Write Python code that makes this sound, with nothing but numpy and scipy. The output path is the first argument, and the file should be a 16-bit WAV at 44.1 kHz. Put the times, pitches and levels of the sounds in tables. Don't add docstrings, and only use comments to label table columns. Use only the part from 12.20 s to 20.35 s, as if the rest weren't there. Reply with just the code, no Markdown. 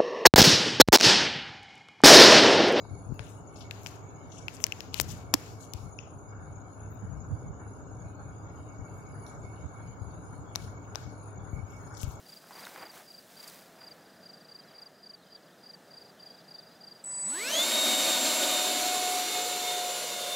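import sys
import numpy as np
from scipy import signal
from scipy.fft import rfft, irfft
from scipy.io import wavfile
from scipy.ndimage import uniform_filter1d, map_coordinates

SR = 44100
rng = np.random.default_rng(int(sys.argv[2]) if len(sys.argv) > 2 else 0)


def to_wav(s):
    ch = np.atleast_2d(s).T
    pcm = np.round(np.clip(ch, -1, 1) * 32767)
    wavfile.write(sys.argv[1], SR, pcm.astype(np.int16))


N = 359415
T = np.arange(N) / SR

# f/Hz, level/dB per Hz
FIELD_COLOUR = [(25, -34), (55, -22), (100, -13.5), (175, 1.5), (260, -4), (420, -4), (660, -2),
                (1000, -12), (1700, -9), (2300, -19.5), (4000, -18.5), (7000, -23.5), (11000, -27.5),
                (16000, -27.5)]
SWISH_COLOUR = [(800, -10), (2500, -2.5), (4000, 1), (7000, -1.5), (12000, -3), (16000, -2)]
CRUSH_COLOUR = [(100, -20), (250, -2), (800, 4), (1550, 0), (2150, -2), (2800, -9), (6000, -26)]
RUSH_COLOUR = [(60, -60), (500, -20), (950, -1.5), (1450, -4.5), (1800, -6.5), (2400, -3), (3300, -2),
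               (4200, 2), (5300, -6), (6800, -2.5), (9500, -8), (13500, -10.5), (14700, -16.5),
               (16000, -20.5)]
EXHAUST_COLOUR = [(30, -50), (70, -38.5), (160, -10), (240, -1.5), (320, -4), (450, -1.5), (620, 2.5),
                  (700, -2), (820, -11.5), (1400, -25.5)]
BUZZ_COLOUR = [(200, -20), (480, -9), (680, 6), (820, 0), (1000, 10.5), (1250, -6), (2000, 1.5),
               (4000, -28), (5600, -13), (6500, 3), (7200, -2), (8400, -3), (9200, -42)]

# t/s at the height, swell width/s, bright hiss level/dB, low rustle level/dB
RUSTLES = [(.13, 0.042, -58.5, -68), (.45, 0.11, -52.5, -51.5), (.62, 0.052, -63, -46.5),
           (.77, 0.049, -54.5, -54.5), (1.29, 0.12, -53.5, -56.5), (1.65, 0.11, -68, -60),
           (2.55, .12, -72, -60.5)]
# t/s, peak level/dB, ring f/Hz, bandwidth/Hz, 60 dB decay time/s
SNAPS = [(.241, -43, 900, 1200, 0.019), (.308, -38, 878, 697, 0.056), (.452, -33.5, 4120, 900, 0.0089),
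         (.468, -32.5, 1450, 900, .014), (.553, -44, 7520, 4920, .008), (.56, -33, 1200, 903, 0.016),
         (1.277, -36, 8100, 9000, .06), (1.616, -44.5, 970, 1530, 0.047), (2.62, -51, 7100, 9000, 0.011)]
# start t/s, level/dB before the common trim, number of wing strokes
NEAR_CHIRPS = [(.057, -46.5, 4), (.322, -47, 4), (.588, -46.5, 4), (.873, -45.5, 4), (1.166, -44.5, 4),
               (1.604, -44.5, 4), (2.026, -45.5, 4), (2.14, -53, 4), (2.283, -44, 4), (2.476, -53.5, 4),
               (2.553, -44.5, 4), (2.83, -43.5, 4), (3.118, -44, 2), (3.429, -44.5, 4), (3.704, -45, 4),
               (3.995, -44.5, 4), (4.278, -44, 4), (4.605, -44, 4), (4.908, -45, 4)]
# t/s after the first, level/dB within the chirp, length/s
STROKES = [(0, -6, 0.02), (0.028, -2, .019), (0.062, -1, 0.022), (.104, -1.5, 0.019)]
# wing f/Hz, period/s between chirps, greatest level/dB before stroke levels
FAR_CRICKETS = [(4990, .37, -60), (4930, .43, -61)]
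# start t/s, length/s
BIRD_PHRASES = [(2.382, 0.13), (2.905, 0.52), (3.83, .38), (4.333, 0.25)]
# t/s, level/dB against the tone reference
SHAFT_TONE = [(5.0, 5), (5.08, 12), (5.28, -4.5), (5.36, 7), (5.48, -16), (5.72, -2), (6.2, -4),
              (6.32, 0.5), (7.0, 8.5), (7.12, -8), (7.16, 6), (7.68, 7.5), (7.8, -2.5), (8.15, 3)]
# t/s, level/dB, level/dB of its octave, both against the tone reference
BLADE_TONE = [(5.14, 3.5, -9), (5.21, 10.5, -11), (5.28, 4.5, 0), (5.41, 11.5, 2), (5.46, 1, 2),
              (5.54, 8, -1), (5.72, 9.5, 1.5), (6.14, -1.5, 4), (6.36, 5.5, 1), (6.6, -2.5, 0.5),
              (7.02, -3, -2), (7.16, 3, 1.5), (7.32, -4, 2), (7.47, 5.5, -1.5), (7.76, -3.5, 2.5),
              (8.15, 3.5, -5)]
# multiple of shaft f, level/dB while speeding up, level/dB at full speed, against the reference
WEAK_ORDERS = [(2, -13, -12.5), (3, -2.5, -7), (4, -4, -10), (6, -14, -14), (7, -15, -15), (8, -24, -9.5),
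               (9, -13, -14), (13, -20, -26), (15, -12, -7), (20, -24, -17)]

FIELD_DB = -57.5
BRUSH_DB, BRUSH_UNTIL_S, BRUSH_FADE_DB_PER_S = -60.5, 1.2, 18
ANSWER_FROM_S, ANSWER_LAG_S, ANSWER_DB = 3.6, .081, -8
BLADES, COMMUTATIONS_PER_TURN = 5, 6
START_S, SPOOL_S, SPOOL_LATENESS = 4.84, .66, 1.08
KICK_HZ, FULL_HZ = 22, 743
SAG_FROM_S, SAG_HZ, SAG_TIME_S = 5.63, 64.6, 5
DISTANCE_M, RUN_FROM_S, RUN_M_S, HEIGHTS_M = 4.25, 6.35, 2.44, 3.3
SOUND_M_S = 343
TONE_REF_DB, RUSH_SPEED_DB, RUSH_DISTANCE_DB = -38, 13.5, 7
RUSH_ABOVE_REF_DB = 8.5
EXHAUST_DB, EXHAUST_SPEED_DB, EXHAUST_DISTANCE_DB = -37, 15.5, 6
WHISTLE_DB, WHISTLE_PEAK_S, WHISTLE_END_S = -32, 5.1, 5.32
WHISTLE_RISE_DB_PER_S, WHISTLE_FALL_DB_PER_S = 30, 62
STUTTER_AFTER_S, STUTTER_S = .013, .003
SWITCH_HZ, SWITCH_LOAD_HZ = 7911, 40
TOP_HZ = 15700


def undb(db):
    return 10 ** (np.asarray(db) / 20)


def curves(table):
    s, *columns = np.transpose(table)
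    return [np.interp(T, s, c) for c in columns]


def unit(x):
    return x / np.sqrt(np.mean(x ** 2))


def noise(colour):
    hz, db = np.transpose(colour)
    f = np.maximum(np.arange(N // 2 + 1) * SR / N, 1)
    weight = undb(np.interp(np.log(f), np.log(hz), db))
    return unit(irfft(rfft(rng.standard_normal(N)) * weight, N))


def walk(rate):
    k = max(int(SR / rate), 1)
    held = np.repeat(rng.standard_normal(N // k + 1), k)
    return unit(uniform_filter1d(uniform_filter1d(held, k), k)[:N])


def turn(hz):
    return 2 * np.pi * np.cumsum(hz) / SR


def tone(phase, db):
    return np.sqrt(2) * undb(db) * np.sin(phase)


def add(out, s, x):
    i = max(int(s * SR), 0)
    out[i:i + len(x)] += x[:max(len(out) - i, 0)]


def field(swell_db=1.0):
    return noise(FIELD_COLOUR) * undb(FIELD_DB + swell_db * walk(1.6))


def grass(grain_db=2.0):
    hiss = undb(BRUSH_DB - BRUSH_FADE_DB_PER_S * np.maximum(T - BRUSH_UNTIL_S, 0))
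    rustle = 0
    for s, swell_s, hiss_db, rustle_db in RUSTLES:
        swell = np.exp(-.5 * ((T - s) / swell_s) ** 2)
        hiss = np.hypot(hiss, undb(hiss_db) * swell)
        rustle = np.hypot(rustle, undb(rustle_db) * swell)
    out = unit(noise(SWISH_COLOUR) * undb(grain_db * walk(700))) * hiss
    out += unit(noise(CRUSH_COLOUR) * undb(grain_db * walk(180))) * rustle
    t = T[:SR // 10]
    for s, db, hz, width, t60 in SNAPS:
        fibres = rng.standard_normal(len(t)) * np.exp(-np.log(1000) * t / t60)
        b, a = signal.iirpeak(hz, hz / min(width, SR / 3), fs=SR)
        ring = signal.lfilter(b, a, fibres)
        snap = signal.lfilter(b, a, ring + 0.23 * fibres)
        add(out, s, undb(db) * snap / np.abs(snap).max())
    return out


def stroke(length, hz, droop=0.043, slip=0.044):
    u = np.linspace(0, 1, int(length * SR))
    phase = turn(hz * (1 - droop * u - slip * u ** 12))
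    envelope = np.sin(np.pi * u ** 1.4).clip(0) ** 0.38
    return envelope * (tone(phase, 0) + tone(2 * phase, -29.5))


def chirp(hz, count):
    out = np.zeros(SR // 5)
    for lag, db, length in STROKES[:count]:
        pitch, loud = rng.standard_normal(2)
        add(out, lag, undb(db + 0.85 * loud) * stroke(length, hz * (1 + .004 * pitch)))
    return out


def crickets(wing_hz=4880, near_trim_db=-2.0):
    out = np.zeros(N)
    for s, db, count in NEAR_CHIRPS:
        level_db = db + near_trim_db
        add(out, s, undb(level_db) * chirp(wing_hz, count))
        if s > ANSWER_FROM_S:
            add(out, s + ANSWER_LAG_S, undb(level_db + ANSWER_DB) * chirp(wing_hz, count=4))
    for hz, period, db in FAR_CRICKETS:
        chances = rng.random((int(N / SR / period) + 1, 2))
        for k, (late, loud) in enumerate(chances):
            level_db = db + 2.8 * (loud - 1.0)
            add(out, (k + 0.5 * late) * period, undb(level_db) * chirp(hz, count=4))
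    return out


def bird(song_hz=3650, song_db=-73, blur=0.76, slurs_per_s=50):
    out = np.zeros(N)
    for start, span in BIRD_PHRASES:
        for when, pitch, glide, length in rng.random((int(slurs_per_s * span), 4)):
            u = np.linspace(-1, 1, int((0.0243 + .04 * length) * SR))
            hz = song_hz * (1 + .36 * (pitch - .5) + 0.187 * (glide - .65) * u)
            add(out, start + when * span, (1 - u ** 2) * tone(turn(hz), song_db))
    return out * (0.97 + blur * walk(220))


def rotor():
    throttle = np.clip((T - START_S) / SPOOL_S, 0, 1) ** SPOOL_LATENESS
    sag = SAG_HZ * (1 - np.exp(-np.maximum(T - SAG_FROM_S, 0) / SAG_TIME_S))
    return KICK_HZ + (FULL_HZ - KICK_HZ) * np.sin(np.pi / 2 * throttle) ** 2 - sag


def whistle_gain(attack_s=.002, release_s=0.057):
    rise_loss_db = WHISTLE_RISE_DB_PER_S * (WHISTLE_PEAK_S - T)
    fall_loss_db = WHISTLE_FALL_DB_PER_S * (T - WHISTLE_PEAK_S)
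    db = WHISTLE_DB - np.maximum(rise_loss_db, fall_loss_db)
    on = np.clip(np.minimum((T - START_S) / attack_s, (WHISTLE_END_S - T) / release_s), 0, 1)
    stutter = np.exp(-((T - START_S - STUTTER_AFTER_S) / STUTTER_S) ** 2)
    return undb(db) * on * (1 - stutter)


def controller(shaft, hz, sideband_db=-21, jitter_db=-20, buzz_db=-17.5):
    carrier = turn(SWITCH_HZ + SWITCH_LOAD_HZ * hz / FULL_HZ)
    commutation = COMMUTATIONS_PER_TURN * shaft
    whistle = tone(carrier, 0) * (1 + undb(jitter_db) * walk(900))
    sidebands = tone(carrier + commutation + walk(200), sideband_db)
    sidebands += tone(carrier - commutation + walk(200), sideband_db - 13)
    sidebands += tone(carrier - 2 * commutation, sideband_db - 21.0)
    buzz = undb(buzz_db) * noise(BUZZ_COLOUR)
    return whistle_gain() * (whistle + sidebands + buzz)


def distance():
    return DISTANCE_M + RUN_M_S * np.maximum(T - RUN_FROM_S, 0)


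def air_level(hz, full_db, speed_db, distance_db):
    speed_gain_db = speed_db * np.log2(hz / FULL_HZ)
    return full_db + speed_gain_db - distance_db * np.log2(distance() / DISTANCE_M)


def fan(shaft, hz, ref_db, flutter_db=1.6, order_flutter_db=3.0, smear=0.65, stall_smear=0.82, sway_db=1):
    shaft_db, blade_db, octave_db = ref_db + np.array(curves(SHAFT_TONE) + curves(BLADE_TONE))
    labour = np.clip((.965 * FULL_HZ - hz) / 50, 0, 1)
    sway = sway_db * np.clip(T - RUN_FROM_S, 0, 1)
    blade = BLADES * shaft + stall_smear * labour * walk(160)
    blade_flutter_db = flutter_db * (1 + labour)
    out = tone(shaft, shaft_db + 1.0 * walk(13))
    out += tone(blade, blade_db + sway * walk(9.9) + blade_flutter_db * walk(50))
    out += tone(2 * blade, octave_db + blade_flutter_db * walk(50))
    for multiple, rising_db, full_db in WEAK_ORDERS:
        db = ref_db + labour * rising_db + (1 - labour) * full_db
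        out += tone(multiple * shaft + smear * walk(90), db + order_flutter_db * walk(30))
    return out


def over_ground(x, share):
    lag_s = (np.hypot(distance(), HEIGHTS_M) - distance()) / SOUND_M_S
    echo = map_coordinates(x, [(T - lag_s) * SR], order=3)
    return (x + share * echo) / np.hypot(1, share)


def airflow(rush_db, exhaust_db, churn_db=0.6):
    rush = over_ground(noise(RUSH_COLOUR), share=0.22) * undb(rush_db)
    exhaust = over_ground(noise(EXHAUST_COLOUR), share=0.6) * undb(exhaust_db)
    return (rush + exhaust) * undb(churn_db * walk(45))


def scene():
    hz = rotor()
    ref_db = air_level(hz, TONE_REF_DB, RUSH_SPEED_DB, RUSH_DISTANCE_DB)
    exhaust_db = air_level(hz, EXHAUST_DB, EXHAUST_SPEED_DB, EXHAUST_DISTANCE_DB)
    shaft = turn(hz * (1 + 0.00048 * walk(25)))
    moving = np.clip((hz - KICK_HZ) / 170, 0, 1)
    jet = controller(shaft, hz) + moving * fan(shaft, hz, ref_db)
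    jet += moving ** 2 * airflow(ref_db + RUSH_ABOVE_REF_DB, exhaust_db)
    meadow = field() + grass() + crickets() + bird()
    mono = meadow + jet
    return np.array([mono, mono])


def record(dry):
    low_pass = signal.ellip(10, .2, 80, TOP_HZ, fs=SR, output="sos")
    return signal.sosfilt(low_pass, dry)


dry = scene()
out = record(dry)
to_wav(out)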